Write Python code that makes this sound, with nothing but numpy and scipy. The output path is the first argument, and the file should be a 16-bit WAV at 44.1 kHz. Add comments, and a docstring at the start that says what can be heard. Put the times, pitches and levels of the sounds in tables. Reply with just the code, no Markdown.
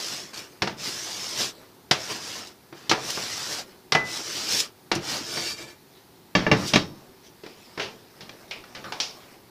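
"""A long thin metal strip, worked by gloved hands, is knocked down on a folding wooden workbench and dragged across it.
Friction noise makes the rasp; once one hand lets go, the same noise drives the strip's modes and it sings.
Blows on the bench, and then on a garden table, are noise cracks and decaying tails with ringing modes.
Hand tools clink, sleeves rub and a walled yard hums and hisses faintly: shaped noise and short steel modes.
One close microphone hears it all, with echoes from nearby surfaces."""
import sys
import numpy as np
from scipy import signal
from scipy.io import wavfile
from scipy.ndimage import uniform_filter1d

SR = 44100
rng = np.random.default_rng(int(sys.argv[2]) if len(sys.argv) > 2 else 0)


def wav_record(signal):
    """Record a signal, one row per channel, as 16-bit PCM in the file named by sys.argv[1]."""
    frames = np.transpose(np.atleast_2d(signal))
    bounded = np.clip(frames, -1, 1)
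    # unit amplitude maps onto the largest positive 16-bit level
    quanta = np.round(bounded * 32767).astype(np.int16)
    wavfile.write(sys.argv[1], SR, quanta)


N = 418947
TIME = np.arange(N) / SR
HZ = np.fft.rfftfreq(4096, 1 / SR)  # frequency grid of the filters


def amp(db):
    """Level law: decibels to amplitude gain."""
    return 10 ** (np.asarray(db) / 20)


def evened(x):
    """Normalisation by effective value: scales to rms 1."""
    return x / np.sqrt(np.mean(x ** 2) + 1e-20)


def read(points, hz):
    """Interpolation of a curve along a logarithmic frequency axis."""
    point_hz, value = np.transpose(points)
    return np.interp(np.log(hz + 1), np.log(point_hz), value)


def add(mix, s, sound):
    """Superposition: sums a sound into the mix, in place, from time s."""
    part = mix[max(round(s * SR), 0):][:len(sound)]
    part += sound[:len(part)]


def colour(x, curve_db):
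    """Minimum-phase filtering: a causal filter with the given gain over HZ keeps attacks sharp."""
    log_gain = np.log(amp(np.r_[curve_db, curve_db[-2:0:-1]]))
    spectrum = np.exp(np.conj(signal.hilbert(log_gain)))
    taps = np.fft.ifft(spectrum).real
    return signal.oaconvolve(x, taps)[:len(x)]


def band(x, edges, order=3):
    """Band-pass filtering between two edges in Hz."""
    return signal.sosfilt(signal.butter(order, edges, "band", fs=SR, output="sos"), x)


def swell(s, half_s):
    """Gaussian envelope: a smooth rise and fall, 1 at time s."""
    return np.exp(-((TIME - s) / half_s) ** 2)


def wander(lo_hz, hi_hz):
    """Slow random modulation: band-limited noise of rms 1."""
    return evened(band(rng.standard_normal(N), (lo_hz, hi_hz), order=1))


def patchy(x, depth_db, frames_size, bins_size):
    """Time-varying spectrum: random patches of it swell and fade."""
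    z = signal.stft(x, nperseg=512, noverlap=384)[2]
    field = uniform_filter1d(rng.standard_normal(z.shape), frames_size, 1)
    field = uniform_filter1d(field, bins_size, 0)
    return signal.istft(z * amp(depth_db * evened(field)), nperseg=512, noverlap=384)[1][:len(x)]


def slips(per_s, spread_db, smooth_share):
    """Stick-slip friction: countless tiny slips of uneven size over a smooth hiss."""
    chance = rng.random(N)
    size = np.minimum(rng.exponential(1, N), 4)
    sign = rng.choice([-1, 1], N)
    grains = evened((chance < per_s / SR) * sign * amp(spread_db * size))
    return evened(grains + smooth_share * rng.standard_normal(N))


def ring(modes, t, scatter_db=2):
    """Modal superposition: decaying sines; each contact point excites them in different proportion."""
    chance = rng.standard_normal((len(modes), 2))
    total = 0
    for (hz, db, t60), (strength, polarity) in zip(modes, chance):
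        decay = amp(db + scatter_db * strength - 60 * t / t60)
        total = total + np.sign(polarity) * decay * np.sin(2 * np.pi * hz * t)
    return total


def resonate(x, hz, width_hz):
    """Heterodyne resonance of unit gain: shifts the curve hz to zero, smooths, and shifts back."""
    turn = np.exp(2j * np.pi * np.cumsum(hz) / SR)
    r = np.exp(-np.pi * width_hz / SR)
    return 2 * (turn * signal.lfilter([1 - r], [1, -r], x / turn)).real


# spectrum of the yard's hum and hiss: freq_hz, gain_db
YARD_COLOUR = [(15, -66), (45, -13), (110, -0.5), (271, 0), (326, -3), (373, 5.5), (404, -2), (621, -9),
               (927, -5.5), (1030, -10.5), (3010, -17.5), (4380, -14.5), (7890, -23), (15000, -19)]
YARD_DB = -53  # rms


def yard():
    """Steady broadband background: a faint outdoor hum and hiss of filtered noise."""
    air = patchy(rng.standard_normal(N), depth_db=0.7, frames_size=20, bins_size=6)
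    return amp(YARD_DB) * evened(colour(air, read(YARD_COLOUR, HZ)))


# spectrum of rubbed cloth: freq_hz, gain_db
CLOTH_COLOUR = [(100, -2), (400, 7), (1500, -2.5), (3500, -9.5), (5200, -6), (7000, -16.5), (15000, -18)]
# the arms move and the sleeves rub: centre_s, half_length_s, soft_rub_db, bright_swish_db
SLEEVES = [(0.5, 0.13, -53.5, -65), (1.584, 0.13, -52, -73), (3.69, .1, -54.5, -64), (5.975, .06, -74, -59),
           (6.975, 0.19, -55, -77), (7.265, 0.033, -75, -54.5), (7.677, 0.28, -56.5, -56.5),
           (8.41, 0.33, -50.5, -74), (8.944, 0.22, -48.5, -71), (9.233, 0.21, -51.5, -80)]


def rustle():
    """Fibre friction: soft rubbing and brighter swishes of cloth while the arms move."""
    friction = slips(per_s=1200, spread_db=2.5, smooth_share=1.0)
    sound = colour(patchy(friction, depth_db=3.5, frames_size=20, bins_size=8), read(CLOTH_COLOUR, HZ))
    soft = evened(sound)
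    bright = evened(band(sound, (3000, 7000), order=1))
    return sum(swell(s, half) * (amp(rub) * soft + amp(swish) * bright) for s, half, rub, swish in SLEEVES)


# spectrum of a blow: freq_hz, gain_db
BLOW_COLOUR = [(25, -9), (55, -27), (85, -3.5), (140, 6), (400, 3), (1000, -2), (2000, -2), (3500, -6),
               (5500, -7.5), (6500, -17), (8000, -27.5), (11000, -35), (15000, -42)]
# die-away between the yard walls, before each blow's stretch: freq_hz, t60_s
TAIL = [(80, 0.57), (250, 0.39), (700, 0.37), (2000, 0.24), (5000, 0.25), (12000, 0.34)]
# bands of thud, body and click: low_edge_hz, high_edge_hz
BANDS = [(80, 500), (500, 2500), (2500, 8000)]


def blow(t, levels_db, crack_db, crack_s, rise_s, stretch, modes=0, tint_db=0):
    """Impact excitation: a crack of a few ms, a dense tail of crowded modes and echoes, and a few clear modes."""
    tail_noise, crack_noise = rng.standard_normal((2, len(t)))
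    hz, age, z = signal.stft(tail_noise, SR, nperseg=128)
    t60 = stretch * read(TAIL, hz)[:, None]
    tail = signal.istft(z * amp(-60 * age / t60), nperseg=128)[1][:len(t)]
    crack = amp(crack_db) * crack_noise * np.exp(-t / crack_s)
    sound = colour(tail + crack, read(BLOW_COLOUR, HZ) + tint_db) + modes
    sound = sound * (1 - np.exp(-t / rise_s))
    # place and force of the contact set the balance of thud, body and click, gauged over the first 16 ms
    found_db = [20 * np.log10(np.std(band(sound, edges)[:705])) for edges in BANDS]
    thud, body, click = np.subtract(levels_db, found_db)
    return colour(sound, read([(300, thud), (700, body), (1800, body), (3200, click)], HZ))


# hand tools are picked up, band levels as aimed for in blow():
# start_s, thud_db, body_db, click_db, contact_sharpness_db, hollow_note_hz, note_gain_db
TOOLS = [(7.435, -42.5, -43, -49, -6, 396, 18), (7.463, -44, -45.5, -46.5, 6, 430, -3),
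         (7.776, -37.5, -34, -41, -5, 415, 12.5), (7.797, -43, -30, -31, -4, 2800, 8),
         (7.821, -49, -47, -36.5, -8, 3200, -1), (8.207, -49, -47.5, -43, -6.5, 4300, 2),
         (8.293, -49, -45.5, -43, 8, 2600, 3), (8.51, -53, -38.5, -33, 0.5, 2400, 12.5),
         (8.639, -61, -47.5, -52, 0, 1480, 3), (8.749, -51, -41.5, -40.5, -7, 5800, -1),
         (8.841, -49, -39.5, -44.5, -15, 1285, 13), (8.922, -50, -33, -34.5, 4, 910, 8),
         (9.001, -48.5, -35, -23, 1, 5760, 5)]


def tools(t, crack_db=10, note_octaves=0.34, clink_db=-18, clink_t60=0.048, level_db=0):
    """Damped impact below the bench: a hollow note, six short steel modes and a longer yard echo."""
    out = np.zeros(N)
    bright = read([(6000, 3.0), (8000, 3.6)], HZ)
    for s, thud, body, click, sharp, hz, note_db in TOOLS:
        octaves_away = np.log2((HZ + 1) / hz)
        note = note_db / (1 + (octaves_away / note_octaves) ** 2)
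        steel = ring([(f, clink_db, clink_t60) for f in rng.uniform(1967, 6000, size=6)], t)
        clink = blow(t, (thud, body, click), crack_db + sharp, crack_s=0.0041, rise_s=0.00058,
                     stretch=1.2, modes=steel, tint_db=note + bright)
        add(out, s, clink)
    return amp(level_db) * out


# modes of the table: freq_hz, relative_level_db, t60_s
TABLE = [(65.4, -13, 0.18), (93.7, -21, 0.42), (145.4, -12, 0.13), (176.6, 2.5, 0.243), (292, -1.5, 0.18),
         (437, -10, 0.18), (599, 9, 0.062), (828, -3, 0.2), (1151, 4.5, 0.084)]
# modes of the strip, t60 hanging free before any damping: freq_hz, struck_level_db, rubbed_level_db, t60_s
STRIP = [(1680, -8, -33, 0.19), (1743, -1.5, 1, 0.22), (1807, -17, -16, 0.35), (2307, 2.5, 5, 0.15),
         (2365, -27, -2, 0.22), (2760, 4.5, 4, 0.13), (3230, -7.5, -5, 0.38), (3580, -24, -7, .4),
         (3760, -14, -11, 0.56), (3800, -13, -12, 0.45), (4590, -7, 2.5, 0.28), (5100, -23, -19, .35),
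         (5390, -10.5, -23, 0.6), (5370, -13.5, -20, 0.22), (6230, -15.5, -9, .3), (7200, -24, -13, 0.28),
         (8580, -45, -5, 0.28)]
# the strip lands on the table, band levels as aimed for in blow():
# start_s, thud_db, body_db, click_db, contact_sharpness_db, rise_s, strip_ring_db, tail_stretch (factor)
DROPS = [(6.3509, -20, -17, -20.5, -0.5, 0.002, -0.5, 1.6),
         (6.4654, -24, -20, -33.5, -22, 0.00058, -4, 0.87),
         (6.5145, -15, -15, -19.5, -7, 0.00036, -7, 1.03),
         (6.7353, -20.5, -21.5, -17.5, 1.5, 0.0011, -11, 0.97),
         (6.758, -15.5, -18, -17.5, 4, .0002, -8, 0.96)]


def drops(t, top_db=-10, metal_db=1, crack_db=8, damping=0.69, spent_s=0.0095, lasting_db=-11.0,
          chatter_db=1.0, level_db=0):
    """Contact damping: bouncing and then lying flat, the strip sheds most of its ring at once; the rest chatters."""
    out = np.zeros(N)
    soft_top = read([(6000, 1), (9000, -1.2)], HZ)
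    for s, thud, body, click, sharp, rise, clang, stretch in DROPS:
        metal = 0
        for hz, db, _, t60 in STRIP:
            mode = ring([(hz, db, t60 * damping)], t)
            flutter = evened(band(rng.standard_normal(len(t)), (20, 160), order=1))
            metal = metal + mode * amp(chatter_db * flutter)
        metal = metal * (np.exp(-t / spent_s) + amp(lasting_db))
        modes = amp(top_db) * ring(TABLE, t, scatter_db=3.5) + amp(metal_db + clang) * metal
        landing = blow(t, (thud, body, click), crack_db + sharp, crack_s=0.0084, rise_s=rise,
                       stretch=stretch, modes=modes, tint_db=soft_top)
        add(out, s, landing)
    return amp(level_db) * out


# modes of the wooden bench top: freq_hz, relative_level_db, t60_s
BENCH = [(147.8, 5.5, 0.19), (274, -19, 0.3), (348.3, 13.5, 0.12), (424.6, 2, 0.36), (699, -1, 0.12),
         (912, 8.5, 0.12), (1317, -16, 0.077), (1423, -1, 0.19)]
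# modes of the steel frame: freq_hz, relative_level_db, t60_s
FRAME = [(2005, 0, 0.43), (2654, -14, 0.4), (4060, -19, .2)]
# the strip lands on the bench, band levels as aimed for in blow(): start_s, thud_db, body_db, click_db, rise_s
KNOCKS = [(0.6203, -28.5, -23.5, -23.5, .001), (0.673, -32, -28, -32, 0.0011),
          (1.911, -25, -18.5, -15.5, 0.0009), (2.7252, -41, -43.5, -52.5, 0.0011),
          (2.8941, -34, -32, -19.5, 0.0017), (2.913, -24.5, -16.5, -20.5, 0.00017),
          (3.172, -37, -32.5, -46, .001), (3.921, -32, -21, -19, 0.00072),
          (3.9496, -25.5, -14, -23.5, 0.00018), (4.9152, -27, -21.5, -23, 0.0016),
          (4.96, -24.5, -36, -35.5, 0.0011), (5.371, -38, -31.5, -35, .0007)]
# a harder click comes from a sharper contact: sharpness at a 0 dB click, and its change with the click
SHARPEST_DB, SHARP_DB_PER_DB = 6.5, .17
# one blow lands over the steel frame and makes it ping; the frame rings faintly under the others
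PING_S, PING_DB, FAINT_PING_DB = 3.95, -10, -25


def knocks(t, wood_db=-19, crack_db=11, level_db=-0.5):
    """Modal excitation by impact: the strip strikes the wooden top and also sets the steel frame ringing."""
    out = np.zeros(N)
    for s, thud, body, click, rise in KNOCKS:
        clang = PING_DB if abs(s - PING_S) < .01 else FAINT_PING_DB
        sharp = SHARPEST_DB + SHARP_DB_PER_DB * click
        wood = amp(wood_db) * ring(BENCH, t, scatter_db=1.5)
        steel = amp(clang) * ring(FRAME, t, scatter_db=5.5) / 2
        bright = read([(5500, 0), (7500, sharp - 1.5)], HZ)  # a sharp contact reaches higher
        knock = blow(t, (thud, body, click), crack_db + sharp, crack_s=0.0068, rise_s=rise,
                     stretch=1.05, modes=wood + steel, tint_db=bright)
        add(out, s, knock)
    return amp(level_db) * out


# the strip is pulled over the wood, the rumble being the board's:
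# start_s, length_s, rasp_db, rumble_relative_to_rasp_db, speeding_up_s, slowing_down_s
PULLS = [(0.0, 0.078, -33.5, -9, 0.0017, 0.16), (0.33, 0.055, -40, -4.5, 0.0088, 0.063),
         (0.765, 0.71, -35, -8.5, 0.1, 0.034), (1.954, 0.2, -37.5, -4.5, 0.092, .06),
         (2.17, .16, -36.5, -7, 0.12, 0.12), (2.742, 0.13, -53, 0, .03, 0.022),
         (2.956, 0.63, -34, -7, 0.17, 0.036), (4.028, 0.13, -31.5, -8.5, 0.18, 0.067),
         (4.2, 0.41, -32.5, -8.5, 0.13, 0.048), (5.002, 0.098, -26.5, -6.5, 0.27, 0.1),
         (5.204, 0.3, -30.5, -10.5, 0.19, 0.032), (5.56, .05, -39.5, -5, 0.025, 0.039),
         (5.657, 0.028, -46.5, -4, .025, .04), (6.557, 0.156, -38, 0, 0.042, 0.03)]
# the hands bear down and the edge bites: centre_s, half_length_s, rasp_gain_db, rumble_gain_db
BITES = [(0.875, 0.038, 4.5, 6), (1.41, 0.043, 10, 10), (2.116, 0.017, 6.5, 9), (2.41, .04, -1.5, 2.5),
         (3.095, .022, 2.5, 3.5), (3.531, 0.024, 4.5, 2.5), (4.535, 0.047, 9, 5.5), (4.592, 0.021, 8, 0.5),
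         (6.684, 0.022, 9, -8.5)]
RUMBLE_POWER = 0.68  # exponent of the rumble's strength over speed; the rasp's is 1


def pulling():
    """Speed-dependent friction: rasp and rumble follow each pull as it speeds up, holds and slows; bites alter both."""
    rasp, rumble = np.zeros((2, N))  # powers, summed over the pulls
    for s, length, db, share, rise, fall in PULLS:
        speeding_up = np.sin(np.pi / 2 * np.clip((TIME - s) / rise, 0, 1))
        slowing_down = np.where(TIME < s + length, 1, swell(s + length, fall))
        speed = speeding_up * slowing_down
        rasp += (amp(db) * speed) ** 2
        rumble += (amp(db + share) * speed ** RUMBLE_POWER) ** 2
    bite_db = sum(np.outer([rasp_gain, rumble_gain], swell(s, half)) for s, half, rasp_gain, rumble_gain in BITES)
    return np.sqrt([rasp, rumble]) * amp(bite_db)


# spectrum of metal rasping on wood: freq_hz, gain_db
RASP_COLOUR = [(40, -32), (100, -7), (200, -5), (340, -2.5), (520, -5.5), (900, -6), (1500, -6), (2200, -5),
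               (3000, -2), (4300, -0.5), (5600, 1), (7000, -4), (9300, -13), (15000, -20)]
# the edge catches and rips free: start_s, level_db, decay_s
CATCHES = [(0.344, -36, 0.0029), (0.374, -36, 0.0098), (2.472, -44, 0.01), (3.1, -41, 0.0054),
           (3.103, -26.5, .006), (3.13, -45, 0.0049), (3.186, -41, 0.0059), (4.53, -36, 0.007),
           (4.596, -38, .005), (4.601, -16.5, 0.0064), (4.952, -26.5, 0.0072)]
# the edge whistles, its pitch wandering by this rms share as the contact slides
WHISTLE_HZ, WHISTLE_WANDER = 5160, 0.058


def scraping(t, rasp_db=0, rumble_db=0, catch_db=0, judder_db=-0.47, whistle_db=-2, whistle_width_hz=450):
    """Friction-driven radiation: the edge rasps over the bench, and the moving contact shifts which parts speak."""
    force = slips(per_s=1600, spread_db=0.5, smooth_share=1.0) * amp(judder_db * wander(5.5, 47))
    sound = colour(patchy(force, depth_db=2.5, frames_size=14, bins_size=2), read(RASP_COLOUR, HZ))
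    whistle_hz = WHISTLE_HZ * (1 + WHISTLE_WANDER * wander(1.5, 3.7))
    sound = sound + amp(whistle_db) * resonate(sound, whistle_hz, whistle_width_hz)
    high = band(sound, (2200, 19000))
    low = band(sound, (45, 2200))
    high = high / np.std(band(high, (2500, 9000)))
    low = low / np.std(band(low, (200, 2000)))
    rasp, rumble = pulling()
    out = amp(rasp_db) * rasp * high + amp(rumble_db) * rumble * low
    for s, db, decay_s in CATCHES:
        rip = np.exp(-t / decay_s) * high[round(s * SR):][:len(t)]
        add(out, s, amp(catch_db + db) * rip)
    return out


# one hand lets go and the strip comes free, until it lands on the table;
# HELD_DB is the drive of the modes when held, FREE_DB the gain added as it loosens (their sum stops at 1)
LET_GO_S, LOOSEN_S, HELD_DB, FREE_DB = 5.17, 0.18, -25, 5


def singing(rasp, t, modes_db=-10.0, crowd_db=-4, crowd_t60=0.18, glove_damping=0.66, flex=0.0042):
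    """Forced resonance: damped when held, the strip hangs from one glove and sings; flexing wavers its pitch."""
    loose = np.clip((TIME - LET_GO_S) / LOOSEN_S, 0, 1) ** 2 * (TIME < DROPS[0][0])
    free = np.minimum(amp(HELD_DB) + amp(FREE_DB) * loose, 1)
    # a few strong modes and a crowd of weak ones
    strong = ring([(hz, db, t60 * glove_damping) for hz, _, db, t60 in STRIP], t, scatter_db=1)
    crowd = rng.standard_normal(len(t)) * amp(-60 * t / crowd_t60)
    crowd = colour(crowd, read([(300, 7.5), (2000, -0.5), (5300, -6), (7500, 3.5)], HZ))
    response = amp(modes_db) * strong / np.linalg.norm(strong) + amp(crowd_db) * crowd / np.linalg.norm(crowd)
    driven = signal.oaconvolve(rasp * free, response)[:N]
    # reading at a wavering speed bends the pitch by a small share
    wavering_time = TIME + flex * np.cumsum(wander(2.14, 12)) / SR
    sung = np.interp(wavering_time, TIME, driven)
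    direct = rasp * np.sqrt(np.maximum(1 - 0.58 * free ** 2, 0))
    return direct + sung


# first echoes off the bench top, the body, the paving and the walls: delay_s, relative_level_db
ECHOES = [(.0017, -28), (.0041, -46.5), (.0067, -21), (.0093, -15), (0.0151, -18), (0.0205, -18)]


def echoed(x):
    """Early reflection: nearby surfaces repeat each sound; the sum is scaled to offset the added power."""
    out = x.copy()
    for delay, db in ECHOES:
        add(out, delay, amp(db) * x)
    return out / np.sqrt(1 + sum(amp(db) ** 2 for _, db in ECHOES))


def scene():
    """Superposition of all sources at one microphone, the same in both channels."""
    t = np.arange(SR * 3 // 4) / SR  # time axis of a single blow or response
    blows = knocks(t) + drops(t) + tools(t)
    strip = singing(scraping(t), t)
    mono = echoed(blows + strip + rustle()) + yard()
    return np.array([mono, mono])


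EDGE_HZ = 15300  # upper band limit


def record(dry):
    """Overload and band limitation: peaks beyond 0.7 are clipped at the microphone, then a low-pass follows."""
    clipped = np.clip(dry, -.7, .7)
    low_pass = signal.firwin(511, EDGE_HZ, window=("kaiser", 9), fs=SR)
    return signal.oaconvolve(clipped, low_pass[None], "same")


dry = scene()
out = record(dry)
wav_record(out)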